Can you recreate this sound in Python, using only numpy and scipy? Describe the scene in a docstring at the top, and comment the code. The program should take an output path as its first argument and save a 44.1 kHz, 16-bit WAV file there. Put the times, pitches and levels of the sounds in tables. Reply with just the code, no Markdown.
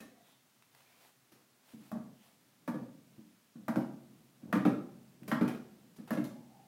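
"""A toddler on a wooden rocking horse, on a living room's hardwood floor, heard by one small microphone.
A toy is tapped, and cloth brushes the plush over a faint hiss as the child takes hold. From about 2 s
the horse swings six times: a rocker rolls in and knocks on the boards, the weight lands with a deeper
thump, and the horse rolls back. Between swings the boards bump softly. Over the last two swings the
harness rattles, and two faint squeaks follow."""
import sys
import numpy as np
from scipy import signal
from scipy.fft import rfft, irfft, next_fast_len
from scipy.io import wavfile
from scipy.ndimage import uniform_filter1d

SR = 44100
rng = np.random.default_rng(int(sys.argv[2]) if len(sys.argv) > 2 else 0)


def master(y):
    """Save y as 16-bit WAV."""
    cut = np.clip(np.atleast_2d(y).T, -1, 1)
    pcm = np.round(cut * 32767)  # scale
    wavfile.write(sys.argv[1], SR, pcm.astype(np.int16))


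N = 294487
AGE = np.arange(SR) / SR  # seconds since a contact

# The living room's reverberation. Each row: frequency in Hz, seconds to fall 60 dB.
ROOM_DECAY = [(60, 0.27), (130, 0.8), (250, 0.63), (600, 0.55), (1500, 0.47), (3000, 0.44), (6000, 0.5),
              (14000, 0.33)]

# Noise colours. Each row: frequency in Hz, relative spectral density in dB.
HISS_SPECTRUM = [(15, -61.5), (25, -43), (92, -20), (130, -3.5), (153, -13), (236, -7), (354, -16.5),
                 (394, -12), (439, -17.5), (659, -16.5), (840, -17.5), (1400, -18.5), (16000, -26)]  # room tone
CLOTH_SPECTRUM = [(200, -10), (700, 4), (1300, -3), (3200, -4.5), (6000, -10), (15000, -10)]  # sleeves on plush
TICK_SPECTRUM = [(400, -10), (1000, -3), (2000, -1), (4000, -7.5), (7000, -14), (15000, -11)]  # a small hard contact
CLACK_SPECTRUM = [(150, -11), (300, 8), (700, 0.5), (1800, -4), (3000, -8.5), (6000, -32.5)]  # loose parts colliding
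CRACK_SPECTRUM = [(1500, -17), (3000, -1), (5000, 2), (7500, -2.5), (12000, 1), (16000, -6.5)]  # the treble of a hit or rattle
RUMBLE_SPECTRUM = [(30, -40), (90, -12), (130, -3), (215, 2), (290, -4.5), (400, -13), (700, -19),
                   (1500, -37.5), (4000, -67)]  # rockers rolling
BOOM_SPECTRUM = [(20, -41), (50, -48), (100, -20.5), (134, -3), (160, -9), (215, 0.5), (290, -2),
                 (355, -12.5), (450, -32), (900, -64)]  # the floor's spreading boom
THUMP_SPECTRUM = [(250, -26), (430, -0.5), (520, 3.5), (680, -4.5), (850, -10), (1200, -8), (1750, -14),
                  (2400, -18.5), (5000, -35), (9000, -69)]  # dense overtones of wood in a landing or bump
KNOCK_SPECTRUM = [(250, -33), (450, -6), (620, -14.5), (1200, -4.5), (1750, -8.5), (2300, -16),
                  (3200, -23.5), (5000, -31), (9000, -68)]  # dense overtones of wood in a knock
SNAP_SPECTRUM = [(1000, -28), (3000, -5), (6000, -37), (9000, -8), (12500, 11), (16000, 9)]  # a rocker's sharp edge

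# Ringing wood. Each row: frequency in Hz, relative level in dB, seconds to fall 60 dB.
TOY_MODES = [(750, -20, 0.4), (1140, 6, 0.19), (1810, 8, 0.2), (1960, -11, 1.2), (2560, 11, 0.069),
             (3860, -9, 0.39)]  # a wooden toy
JOIST_MODES = [(130.8, -6, 1.8), (140.6, 0, 0.68)]  # the floor's slow, deep ring
LIGHT_BOARD_MODES = [(156, -9, 0.22), (188, -3, 0.15), (219.1, 2, 0.3), (240.9, -1.5, 0.28),
                     (304, -2, 0.22)]  # floorboards under a knock or bump
LOADED_BOARD_MODES = [(164, -11, 0.085), (191.4, -1, 0.24), (239.1, -3.5, 0.49), (258.2, -12, 0.36),
                      (304.7, -0.5, 0.32), (351.5, -15.5, 0.74)]  # floorboards under the full weight
FRAME_MODES = [(502.5, -5, 0.29), (618, 13, 0.044), (796, 1, 0.071), (887, -6, 0.13), (979, -0.5, 0.11),
               (1053, -9, 0.12), (1163, 0.5, 0.29), (1285, -6.5, 0.16), (1657, 13, 0.03), (1743, 0, 0.066),
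               (1875, -3, 0.11), (2530, -6, 0.066)]  # the horse's frame

# Cloth on plush as the child takes hold. Each row: peak time in seconds, level in dB.
CLOTH_BRUSHES = [(0.29, -68), (0.79, -67.5), (0.92, -69.5), (1.05, -64), (1.714, -64.5), (1.861, -65.5),
                 (2.26, -68.5)]
# Faint rubbing squeaks. Each row: peak time in seconds, pitch in Hz, level in dB.
RUB_SQUEAKS = [(.18, 700, -70.5), (0.305, 3570, -74), (0.913, 2400, -75), (2.225, 3060, -77),
               (6.41, 840, -68.5), (6.59, 780, -65)]
# Harness and toys rattling. Each row: start in seconds, clack level in dB, fizz level in dB.
HARNESS_RATTLES = [(0.0034, -58, -62), (1.318, -66.5, -69.5), (5.2779, -48, -54.5), (5.4768, -45, -57.5),
                   (5.9614, -69.5, -68.5), (6.0743, -57, -67.5), (6.128, -55, -59), (6.239, -65, -58)]
# Sharp little ticks. Each row: start in seconds, level in dB.
SMALL_TICKS = [(0.624, -71), (0.749, -68.5), (0.806, -71), (5.233, -67), (5.549, -66)]
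# Feet and rockers bumping the boards. Each row: start in seconds, level in dB.
FLOOR_BUMPS = [(0.004, -54.5), (1.317, -66.5), (1.734, -50.5), (1.797, -58.5), (2.823, -48.5),
               (3.181, -52.5), (3.554, -49.5), (4.087, -63), (4.427, -50.5), (5.217, -50.5), (5.281, -43.5),
               (5.446, -39.5), (5.984, -47), (6.132, -39), (6.245, -44.5)]
# The weight landing after each knock, twice after the hardest.
# Each row: start in seconds, then weight and hardness in dB against an ordinary landing.
LANDINGS = [(1.9555, -11.5, 1.5), (2.7421, -7.5, 1.5), (3.759, 2.5, 2), (4.5545, 3.5, -5), (4.6518, 8.5, 0),
            (5.4108, 5.5, 0.5), (6.1727, .5, -1.5)]
# A rocker meeting the floor, once a swing.
# Each row: start in seconds, then force, hardness and edge snap in dB against an ordinary knock.
ROCKER_KNOCKS = [(1.915, -7, 3, 2), (2.677, -2.5, 2, 1), (3.681, 0, -.5, 0), (4.5265, 3, 1, 0),
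                 (5.3149, 1.4, 5, -3), (6.106, 0, -1, 6)]

ROLL_BACK_S, ROLL_BACK_WIDTH_S = 0.48, 0.15  # the back swing: delay after a knock, width of its swell


def amp(db):
    """Decibels to gain."""
    return 10 ** (np.asarray(db) / 20)


def along(points, hz):
    """Read (Hz, value) points on a log frequency axis."""
    freqs, values = np.transpose(points)
    return np.interp(np.log(hz + 1), np.log(freqs + 1), values)


def filtered(x, kind, hz, order=4):
    """Butterworth low-pass or high-pass."""
    return signal.sosfilt(signal.butter(order, hz, kind, fs=SR, output="sos"), x)


def noise(spectrum, size):
    """Coloured noise of rms 1."""
    padded = next_fast_len(size)
    colour = amp(along(spectrum, np.fft.rfftfreq(padded, 1 / SR)))
    x = irfft(rfft(rng.standard_normal(padded)) * colour, padded)[:size]
    return x / x.std()


def burst(x):
    """Scale a hit to rms 1 over its first 40 ms."""
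    return x / np.sqrt(np.mean(x[:SR // 25] ** 2))


def add(track, s, x):
    """Mix x into the track from s seconds on."""
    start = max(round(s * SR), 0)
    track[start:start + len(x)] += x[:N - start]


def rise(seconds):
    """The soft start of a contact."""
    return 1 - np.exp(-AGE / seconds)


def swell(s, db, width_s):
    """A bell-shaped gain that peaks at s seconds."""
    return amp(db) * np.exp(-((np.arange(N) / SR - s) / width_s) ** 2 / 2)


def ring(modes):
    """Damped modes; the shifting load gives each strike slightly new strengths and pitches."""
    hz, db, t60 = np.transpose(modes)[:, :, None]
    level_db = db + 2 * rng.standard_normal(hz.shape)
    pitch = hz * (1 + 0.012 * rng.standard_normal(hz.shape))
    sign = (-1) ** np.arange(len(hz))[:, None]
    partials = sign * amp(level_db - 60 * AGE / t60) * np.sin(2 * np.pi * pitch * AGE)
    return burst(partials.sum(0))


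def puff(spectrum, t60):
    """Decaying noise: a dense cluster of short overtones."""
    return burst(noise(spectrum, SR) * amp(-60 * AGE / t60))


def room_decay(x):
    """Each frequency of x dies away at the room's own speed."""
    hz, t, spectra = signal.stft(x, SR, nperseg=512)
    fade = amp(-60 * t / along(ROOM_DECAY, hz)[:, None])
    return signal.istft(spectra * fade, SR, nperseg=512)[1][:SR]


def in_room(x, room_db):
    """The direct sound reaches the microphone first, then the diffuse answer of the walls."""
    tail = room_decay(rng.standard_normal(SR)) * rise(0.0016)
    reverb = signal.fftconvolve(x, tail / np.linalg.norm(tail))[:SR]
    return burst(x + amp(room_db) * reverb)


def room_tone():
    """Steady hiss with a faint electrical whine lies behind everything."""
    whine = np.sin(2 * np.pi * 15000 * np.arange(N) / SR)
    return amp(-69.5) * noise(HISS_SPECTRUM, N) + amp(-89) * whine


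def cloth():
    """Sleeves brush the plush in grainy swells: on taking hold, then on every back swing."""
    grain = uniform_filter1d(rng.standard_normal(N), size=150)
    taking_hold = sum(swell(s, db, width_s=0.047) for s, db in CLOTH_BRUSHES)
    rocking = sum(swell(s + ROLL_BACK_S, -76.5 + 0.4 * force_db, ROLL_BACK_WIDTH_S)
                  for s, force_db, *_ in ROCKER_KNOCKS)
    return (taking_hold + rocking) * amp(grain / grain.std()) * noise(CLOTH_SPECTRUM, N)


def squeaks():
    """Rubbing surfaces sing faintly in a narrow band of noise."""
    out = np.zeros(N)
    for s, hz, db in RUB_SQUEAKS:
        band = [(hz * 0.5, -70), (hz * 0.83, -12), (hz, 0), (hz * 1.17, -12), (hz * 1.7, -70)]
        out += swell(s, db, width_s=0.064) * noise(band, N)
    return out


def rattles():
    """Loose parts of harness and toys clack, fizz and tick; a wooden toy is tapped at the start."""
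    out = np.zeros(N)
    for s, clack_db, fizz_db in HARNESS_RATTLES:
        clack = in_room(puff(CLACK_SPECTRUM, t60=0.063) * rise(0.0022), room_db=4.5)
        fizz = in_room(puff(CRACK_SPECTRUM, t60=0.071) * rise(0.002), room_db=1)
        add(out, s, amp(clack_db) * clack + amp(fizz_db) * fizz)
    for s, db in SMALL_TICKS:
        add(out, s, amp(db) * in_room(puff(TICK_SPECTRUM, t60=0.016), room_db=-4))
    add(out, 0.00295, amp(-61.5) * in_room(ring(TOY_MODES), room_db=-3))
    return out


def rolling():
    """The curved rockers rumble over the boards into each knock and again on the way back."""
    level = np.zeros(N)
    for s, force_db, *_ in ROCKER_KNOCKS:
        roll_in = swell(s - 0.036, -61.5 + 4 * force_db, width_s=0.042)
        roll_back = swell(s + ROLL_BACK_S, -64 + 1.37 * force_db, ROLL_BACK_WIDTH_S)
        level += roll_in + roll_back
    return level * noise(RUMBLE_SPECTRUM, N)


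def floor_boom(modes):
    """The boards at the contact ring first; the boom then spreads farther through floor and room."""
    boards = ring(modes)
    spread = burst(room_decay(noise(BOOM_SPECTRUM, SR))) * rise(0.025)
    return boards + amp(-4.5) * spread


def bumps():
    """Soft contacts stir the boards with hardly any treble; harder ones are woodier."""
    out = np.zeros(N)
    typical_db = -47
    for s, db in FLOOR_BUMPS:
        floor = amp(-6) * floor_boom(LIGHT_BOARD_MODES) + puff(BOOM_SPECTRUM, t60=0.056)
        boom = burst(floor * rise(0.017))
        wood = in_room(puff(THUMP_SPECTRUM, t60=0.054) * rise(0.0079), room_db=1)
        add(out, s, amp(db) * (boom + amp(-17 + db - typical_db) * wood))
    return out


def softened(boom, force_db):
    """A lighter contact lasts longer and wakes less of the floor's upper modes."""
    ordinary_hz, octaves_per_db = 350, 0.057
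    edge_hz = np.clip(ordinary_hz * 2 ** (octaves_per_db * force_db), 100, 2000)
    return burst(filtered(boom, "low", edge_hz))


def struck_wood(x, hollow_db, clack_db):
    """The frame answers with a hollow low band and a bright clack; a harder contact clacks higher."""
    edge_hz = 1100 * 2 ** (0.013 * np.clip(clack_db - hollow_db, -12, 12))
    hollow = burst(filtered(x, "low", 900))
    clack = burst(filtered(x, "high", edge_hz))
    return amp(hollow_db) * hollow + amp(clack_db) * clack


def thumps():
    """The weight comes down on the rockers: the loaded boards boom and the joists swing up slowly."""
    out = np.zeros(N)
    load = 1 + 0.7 * np.exp(-((AGE - 0.022) / 0.011) ** 2)  # peaks just after contact
    for s, weight_db, hard_db in LANDINGS:
        strike_db = weight_db + hard_db
        boards = softened(floor_boom(LOADED_BOARD_MODES) * rise(0.00088) * load, weight_db)
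        boom = boards + amp(-27) * ring(JOIST_MODES) * rise(0.042)
        frame = in_room(amp(-14) * ring(FRAME_MODES) + puff(THUMP_SPECTRUM, t60=0.062), room_db=0.5)
        wood = struck_wood(frame, hollow_db=-44 + strike_db, clack_db=-54 + 1.32 * weight_db)
        crack = in_room(puff(CRACK_SPECTRUM, t60=0.19) * rise(0.001), room_db=-1)
        add(out, s, amp(-31.5 + weight_db) * boom + wood + amp(-66.5 + 0.88 * strike_db) * crack)
    return out


def knocks():
    """The hard edge of a rocker cracks on the boards; frame and floor ring, brighter with more force."""
    out = np.zeros(N)
    for s, force_db, hard_db, snap_db in ROCKER_KNOCKS:
        boom = softened(floor_boom(LIGHT_BOARD_MODES) * rise(0.0013), force_db)
        frame = ring(FRAME_MODES) + amp(1.5) * puff(KNOCK_SPECTRUM, t60=0.075)
        frame = in_room(frame, room_db=-1) * rise(0.00056)
        wood = struck_wood(frame, hollow_db=-42 + force_db, clack_db=-46.5 + 2.56 * force_db + hard_db)
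        crack = in_room(puff(CRACK_SPECTRUM, t60=0.2), room_db=-7)
        snap = puff(SNAP_SPECTRUM, t60=0.009)  # reaches the microphone dry
        edge_db = 1.17 * force_db
        add(out, s, amp(-33 + force_db) * boom + wood + amp(-58 + edge_db) * crack)
        add(out, s + 0.0015, amp(-60 + edge_db + snap_db) * snap)
    return out


def scene():
    """Horse, floor and room tone meet at one microphone in the living room."""
    return (knocks() + thumps() + bumps() + rolling() + rattles() + squeaks() + cloth() + room_tone())[None]


def record(dry):
    """The small microphone thins the deep bass; the recorder keeps nothing above its band limit."""
    low_cut_hz, top_hz = 55, 15900
    thin = filtered(dry, "high", low_cut_hz, order=2)
    padded = next_fast_len(N + SR // 2)
    in_band = np.fft.rfftfreq(padded, 1 / SR) < top_hz
    return irfft(rfft(thin, padded) * in_band, padded)[..., :N]


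dry = scene()
out = record(dry)
master(out)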